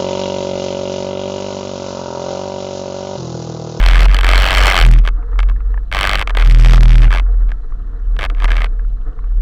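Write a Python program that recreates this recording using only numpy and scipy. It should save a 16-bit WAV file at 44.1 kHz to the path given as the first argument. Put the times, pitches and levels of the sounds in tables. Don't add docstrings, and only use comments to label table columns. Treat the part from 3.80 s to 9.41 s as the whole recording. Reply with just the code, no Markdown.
import sys
import numpy as np
from scipy import signal
from scipy.fft import rfft, irfft, next_fast_len
from scipy.io import wavfile
from scipy.ndimage import uniform_filter1d, map_coordinates

SR = 44100
rng = np.random.default_rng(int(sys.argv[2]) if len(sys.argv) > 2 else 0)


def put_to_file(sound):
    columns = np.atleast_2d(sound).T
    safe = np.clip(columns, -1, 1)
    whole_steps = np.round(safe * 32767)
    wavfile.write(sys.argv[1], SR, whole_steps.astype(np.int16))


def decibels_to_gain(level_db):
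    exponent = np.asarray(level_db, float) / 20
    return 10 ** exponent


N = 247401
TIME = np.arange(N) / SR


def unit(x):
    return x / np.sqrt(np.mean(x ** 2) + 1e-20)


def curve(rows):
    seconds, values = np.transpose(rows)
    return np.interp(TIME, seconds, values)


def wobble(rate):
    knots = rng.standard_normal(int(N * rate / SR) + 4)
    return map_coordinates(knots, [TIME * rate])


def filtered(x, response):
    size = next_fast_len(N + 8192)
    return irfft(rfft(x, size) * response(np.fft.rfftfreq(size, 1 / SR)), size)[:N]


def coloured(points):
    hz, db = np.transpose([(10, -120)] + list(points) + [(21000, -120)])
    noise = rng.standard_normal(N)
    return unit(filtered(noise, lambda f: decibels_to_gain(np.interp(np.log(f + 1), np.log(hz), db))))


def resonance(centre_hz, width_hz, skirt=3):
    def peak(f, width):
        return 1j * f * width / (centre_hz ** 2 - f * f + 1j * f * width)
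    return lambda f: peak(f, width_hz) * peak(f, skirt * width_hz)


def train(times, sizes):
    places = np.clip(np.round(times * SR).astype(int), 0, N - 1)
    return np.bincount(places, sizes, N)


# pitch in Hz, width in Hz, loudest peak in dB.
PART_TICKS = [(1730, 250, -42.5), (2550, 120, -67.5), (2960, 520, -51.5), (4000, 270, -50.5),
              (5800, 260, -54)]


def ticks(count=110):
    out = 0
    for hz, width_hz, db in PART_TICKS:
        when, softness = rng.random((count, 2)).T
        hits = train(when * N / SR, decibels_to_gain(db + 30.5 - 10 * softness))
        out = out + filtered(hits, resonance(hz, width_hz, 1.5))
    return out


# start in seconds, peak in dB, pitch in Hz.
CLAMP_TAPS = [(1.3872, -39.5, 910), (1.427, -32, 1260), (1.5303, -29, 1260), (1.557, -30.5, 1330),
              (1.712, -28.5, 1140), (1.762, -32, 1730), (1.8036, -28.5, 1210), (1.9418, -25.5, 1770),
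              (1.9761, -23, 1710), (3.802, -44.5, 1320), (3.9212, -30.5, 1170), (4.9945, -31, 1630),
              (5.048, -37, 1350), (5.1712, -42, 1320), (5.389, -29, 1060), (5.441, -33, 1170),
              (5.4765, -51, 907), (5.5473, -45, 921)]


def taps(ring_s=0.0027, rise_s=0.00079):
    tones = np.zeros(N + SR)
    t = np.arange(SR // 40) / SR
    shape = np.exp(-t / ring_s) * (1 - np.exp(-t / rise_s))
    for start, db, hz in CLAMP_TAPS:
        tones[round(start * SR):][:len(t)] += decibels_to_gain(db + 2) * shape * np.sin(2 * np.pi * hz * t)
    starts, levels_db, _ = np.transpose(CLAMP_TAPS)
    puffs = signal.fftconvolve(train(starts, decibels_to_gain(levels_db - 3.5)), shape)[:N]
    dull = coloured([(500, -15.5), (1000, 7.5), (2200, -6.5), (3500, -23.5), (6000, -55)])
    return tones[:N] + puffs * dull


# time in seconds, speed in Hz.
SHAKE_SPEED = [(0.0, 41.94), (0.9, 46.11), (1.1, 40.38), (1.4, 40.17), (1.5, 42.06), (2.2, 46.18),
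               (2.4, 39.5), (2.8, 39.87), (2.9, 41.03), (3.3, 39.23), (3.4, 43.58), (3.7, 39.15),
               (4.3, 39.01), (4.6, 37.7), (4.7, 40.1), (5.61, 39.52)]


def shake_turns():
    return np.cumsum(curve(SHAKE_SPEED)) / SR


# time in seconds, drone level in dB.
ENGINE_EFFORT = [(0, -35), (.6, -33.5), (1.2, -41), (1.55, -38.5), (1.76, -41), (1.9, -39.5), (2.25, -54),
                 (2.5, -35), (3.3, -37), (3.6, -37), (3.75, -44), (4.3, -42), (4.7, -34), (4.9, -43),
                 (5.1, -50), (5.3, -40), (5.45, -45.5), (5.61, -44.5)]
# pitch in Hz, width in Hz, level in dB.
CASE_AIR = [(270, 33, -4.5), (290, 26, 0), (457.4, 33, 4), (710, 29, -2), (940, 42, -26), (1170, 290, -11),
            (1330, 240, -12), (1650, 410, -17.5)]


def drone():
    firing = 2 * np.pi * shake_turns() / 2
    puffs = decibels_to_gain(1.5 * np.cos(firing) + 2.6 * wobble(45) + 0.42 * wobble(5.8))
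    feed = puffs * rng.standard_normal(N)
    out = 0
    for hz, width_hz, db in CASE_AIR:
        drifting = decibels_to_gain(db + 1.5 * wobble(15))
        out = out + drifting * filtered(feed, resonance(hz, width_hz, 3.5))
    out = filtered(out, lambda f: 1 / (1 + (f / 1950) ** 12))
    return decibels_to_gain(curve(ENGINE_EFFORT) - 4) * unit(out)


# pitch in Hz, strength in dB per Hz.
RUMBLE_COLOUR = [(30, -28), (60, 3.5), (115, -7), (150, -11), (250, -16.5), (500, -30.5)]


def rumble():
    shaken = decibels_to_gain(-39.5) + decibels_to_gain(-13) * rattling() + decibels_to_gain(-33 + swing_db())
    return shaken * decibels_to_gain(-2 + 2.4 * wobble(8.8)) * coloured(RUMBLE_COLOUR)


# time in seconds, level in dB rms.
SWING_LEVEL = [(0, -6.5), (.3, -4.5), (.38, -10.5), (.58, -7), (.8, -7), (1.0, -11.5), (1.3, -12.5),
               (1.63, -9), (2.0, -14.5), (2.5, -16), (3.35, -11), (3.66, -9.5), (3.78, -22.5), (4.2, -21.5),
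               (4.3, -11.5), (4.68, -9), (5.4, -20), (5.58, -10.5)]
# start, length and rise in seconds, gain in dB.
SURGE_ROWS = [
    (0.963, .24, 0.089, 8),
    (2.493, .78, 0.19, 9.5),
]
# time in seconds, depth in dB, half width in seconds.
JOLTS = [(.7, 11, 0.058), (.95, 7, 0.069), (1.458, 10.5, 0.076), (1.801, 8, 0.044), (2.088, 10.5, .07),
         (2.232, 11, .02), (2.298, 8.5, .018), (2.44, 6.5, 0.036), (3.871, 18, 0.023), (4.43, 13, 0.053),
         (4.56, 5.5, 0.048), (4.922, 3, 0.086), (5.22, 9, 0.045), (5.35, 19, 0.029)]


def swing_db():
    db = curve(SWING_LEVEL)
    fall_s, arch_db = 0.065, 4
    for start, length_s, rise_s, gain_db in SURGE_ROWS:
        corners = [start, start + rise_s, start + length_s, start + length_s + fall_s]
        hold = np.interp(TIME, corners, [0, 1, 1, 0])
        arch = np.sin(np.pi * np.clip((TIME - start) / length_s, 0, 1))
        db = db + gain_db * hold + arch_db * arch
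    for middle, depth_db, width_s in JOLTS:
        db = db - depth_db * np.exp(-((TIME - middle) / width_s) ** 2)
    return db


# time in seconds, turns gained (minus is lost).
BEAT_SLIPS = [(0.7, 0.203), (0.95, -0.353), (1.8, 0.253), (2.44, 0.321), (3.87, -0.498), (4.42, -0.24),
              (4.92, -0.41), (5.35, -0.589)]


def mount(slip_s=0.02):
    turns = 0.667 + shake_turns()
    for middle, gained in BEAT_SLIPS:
        turns = turns + gained * (1 + np.tanh((TIME - middle) / slip_s)) / 2
    angle = 2 * np.pi * turns
    lopsided = decibels_to_gain(-28.5 + 2.7 * wobble(16)) * np.cos(2 * angle + 1.4)
    swing = decibels_to_gain(swing_db()) * np.sqrt(2) * (np.cos(angle) + lopsided)
    sway_hz = 24.5 + 2 * wobble(4)
    sway_db = -25 + 1.5 * wobble(4.5) + 2.9 * wobble(12)
    sway = decibels_to_gain(sway_db) * np.sqrt(2) * np.cos(2 * np.pi * np.cumsum(sway_hz) / SR + 1.1)
    return swing + sway


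# time in seconds, peak in dB, treble in dB.
SINGLE_KNOCKS = [(1.036, -3.5, -19), (1.591, -8, -19.5), (1.6027, -12, -17), (1.6192, -36, -30),
                 (1.6306, -14, -38), (1.6883, -19.5, -32), (1.6977, -15, -54), (2.4745, -8.5, -12.5),
                 (2.496, -8.5, -27.5), (2.5056, -10, -24.5), (2.5505, -10.5, -24.5), (3.692, -28, -31),
                 (3.705, -26.5, -56), (3.718, -15, -54.5), (4.3654, -20, -21), (4.5, -11, -25.5),
                 (4.549, -25, -26.5), (4.571, -30, -45.5), (4.461, -13, -33), (.284, -13.5, -28),
                 (2.5712, -7, -5), (1.0507, -3, -13.5), (4.3909, -9, -14), (4.6433, -6, -9),
                 (1.212, -31.5, -42), (1.238, -24, -38), (5.6082, -28, -11)]
# first knock and end in seconds, knocks per second at the start and the end.
RATTLE_BOUTS = [(.001, .172, 81.1, 87.7), (.1795, .262, 80, 80), (.2933, .34, 99, 95),
                (.3446, .425, 95, 89), (.4321, .573, 87.3, 91.4), (.5775, .938, 93.6, 92.7),
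                (.9425, 1.03, 91, 82), (1.0515, 1.192, 82.3, 79.8), (1.2501, 1.295, 78.4, 87),
                (2.1145, 2.355, 94, 98.8), (2.3633, 2.43, 99, 100.3), (2.5709, 2.965, 78.5, 81.8),
                (2.9701, 3.21, 81.9, 79), (3.2186, 3.28, 78.9, 78.2), (3.3054, 3.4, 99.6, 75.4),
                (4.3894, 4.455, 96.6, 106.3), (4.5821, 4.665, 109.4, 81), (4.6792, 4.86, 81.5, 76.7)]
# level in dB at the start and the end, hardness in dB,
# looseness from 0 to 1, side struck first (plus is hard, minus is soft).
BOUT_BLOWS = [(-20, -18, 0, 0.66, -1.6), (-18.5, -16.5, 3, 0.78, .7), (-23, -24.5, -5, 0.47, .3),
              (-19.5, -28, -9.5, 0.43, 4.8), (-18.5, -16.5, 3.5, 0.55, -1.9), (-17.5, -14, 7.5, 0.73, 0.64),
              (-11.5, -15, 7, 0.3, 1), (-16.5, -28, -0.5, 0.89, -1.4), (-19, -15.5, -1.5, 0.23, -1.1),
              (-19, -15, 2.5, 0.32, -1.3), (-22.5, -17, 0, 0.32, -1.5), (-23.5, -15, 0.5, 0.73, 0.58),
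              (-15.5, -25, -8.5, .72, -1.3), (-22.5, -18.5, -3, 0.97, -0.076), (-16, -22, -4.5, 0.24, .3),
              (-27.5, -18.5, -1.5, 0.59, .5), (-36, -19, -7, 0.54, 0.95), (-21, -25.5, -5.5, .42, -2.7)]


def rattling():
    gain = 0
    for bout, blows in zip(RATTLE_BOUTS, BOUT_BLOWS):
        gain = gain + decibels_to_gain(np.interp(TIME, bout[:2], blows[:2], -120, -120))
    return uniform_filter1d(gain, size=SR // 12)


def contacts():
    rows = [(s, db - 7, treble_db + 11.5, 0.45) for s, db, treble_db in SINGLE_KNOCKS]
    last_end = 0
    for bout, blows in zip(RATTLE_BOUTS, BOUT_BLOWS):
        start, end, *pace = bout
        from_db, to_db, hard_db, loose, first_side = blows
        t = np.arange(start, end, 1 / SR)
        count = np.floor(np.cumsum(np.interp(t, [start, end], pace)) / SR)
        t = t[np.diff(count, prepend=-1) > 0]
        luck = rng.standard_normal((len(t), 4))
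        side = first_side * (-1.0) ** np.arange(len(t))
        db = np.interp(t, [start, end], [from_db, to_db])
        db = db - 5 * (t == start) * (start - last_end > 0.02)
        last_end = end
        faint = np.clip(-21 - db, 0, None)
        glances = (t > start) * (rng.random(len(t)) < 0.16) * (np.mean(pace) < 84)
        glance_db = -9.5 * glances
        late_s = 0.001 + 0.0004 * luck[:, 0]
        level = db + 5 + 1.15 * side + 0.4 * faint * np.sign(side) + 1.63 * luck[:, 1] + glance_db
        hardness = hard_db + glance_db - 0.45 * faint + 3.14 * side + 3 * luck[:, 2]
        looseness = loose - 0.2 * side + 0.059 * luck[:, 3]
        rows += zip(t + late_s, level, hardness, looseness)
    return np.transpose(rows)


# pitch in Hz, width in Hz, level in dB.
CASE_MODES = [(440, 240, -6.5), (643, 119, -2.5), (796, 140, -5), (1218, 200, 4.5), (1630, 288, 5),
              (2125, 450, 4.5), (2568, 210, -1.5), (2980, 343, 0), (4320, 470, -8.5), (5280, 620, -14.5),
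              (6700, 2500, -22.5), (7590, 200, -27.5), (8440, 1700, -36.5), (11500, 3300, -33),
              (13700, 430, -33)]
# pitch in Hz, strength in dB per Hz.
CRACK_COLOUR = [(150, -43), (250, -19.5), (597, 7), (2160, 1.5), (3280, -8), (6940, -39), (13400, -58),
                (16000, -41.5)]


def rattle(swing, bounces=9, bounce_s=0.0012, crack_s=0.0025):
    s, db, hard_db, loose = contacts()
    order = np.arange(bounces)
    later = order > 0
    gaps = bounce_s * rng.uniform(0.3, 1.7, (len(s), bounces)) * later
    times = (s[:, None] + np.cumsum(gaps, 1)).ravel()
    tight = np.clip(1.1 - loose, 0.1, 1)[:, None]
    level = db[:, None] - 7 * tight * order + (3 * rng.standard_normal(gaps.shape) - 6.5) * later
    hard = hard_db[:, None] - 6 * tight * order
    push = -np.sign(np.interp(s, TIME, swing))[:, None]
    ring = 0
    for hz, width_hz, mode_db in CASE_MODES:
        share = np.clip(np.log2(hz / 1600) / 2, 0, 1.3)
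        scatter, coin = rng.standard_normal((2,) + gaps.shape)
        direction = np.where(later, np.sign(coin), push)
        sizes = decibels_to_gain(level + mode_db + share * hard + 28 + 2 * scatter) * direction
        ring = ring + filtered(train(times, sizes.ravel()), resonance(hz, width_hz))
    fade = np.exp(-np.arange(SR // 40) / SR / crack_s)
    crack_hits = train(times, decibels_to_gain(level + 0.16 * hard - 6).ravel())
    crack = signal.fftconvolve(crack_hits, fade)[:N] * coloured(CRACK_COLOUR)
    thump = filtered(train(s, decibels_to_gain(db + 24.5 - 5)), resonance(84, 90))
    return ring + crack + thump


def scene():
    swing = mount()
    return (ticks() + taps() + drone() + rumble() + swing + rattle(swing))[None]


def top_cut(x):
    return signal.sosfilt(signal.butter(12, 16540, fs=SR, output="sos"), x)


# pitch in Hz, strength in dB per Hz.
HISS_COLOUR = [(1000, -12.5), (2600, -0.5), (4200, 1), (5000, -6.5), (6000, -6), (9000, -14.5),
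               (16000, -22.5)]


def record(dry, top=0.707, dull_hz=13000):
    clipped = np.clip(dry[0] - 0.012, -top, top)
    x = filtered(clipped, lambda f: 1 / (1 + (f / dull_hz) ** 2))
    hiss = decibels_to_gain(-70) * coloured(HISS_COLOUR) * (np.abs(x) < 0.69)
    x = filtered(x + hiss, lambda f: f < 16200)
    return top_cut(x[None])


dry = scene()
out = record(dry)
put_to_file(out)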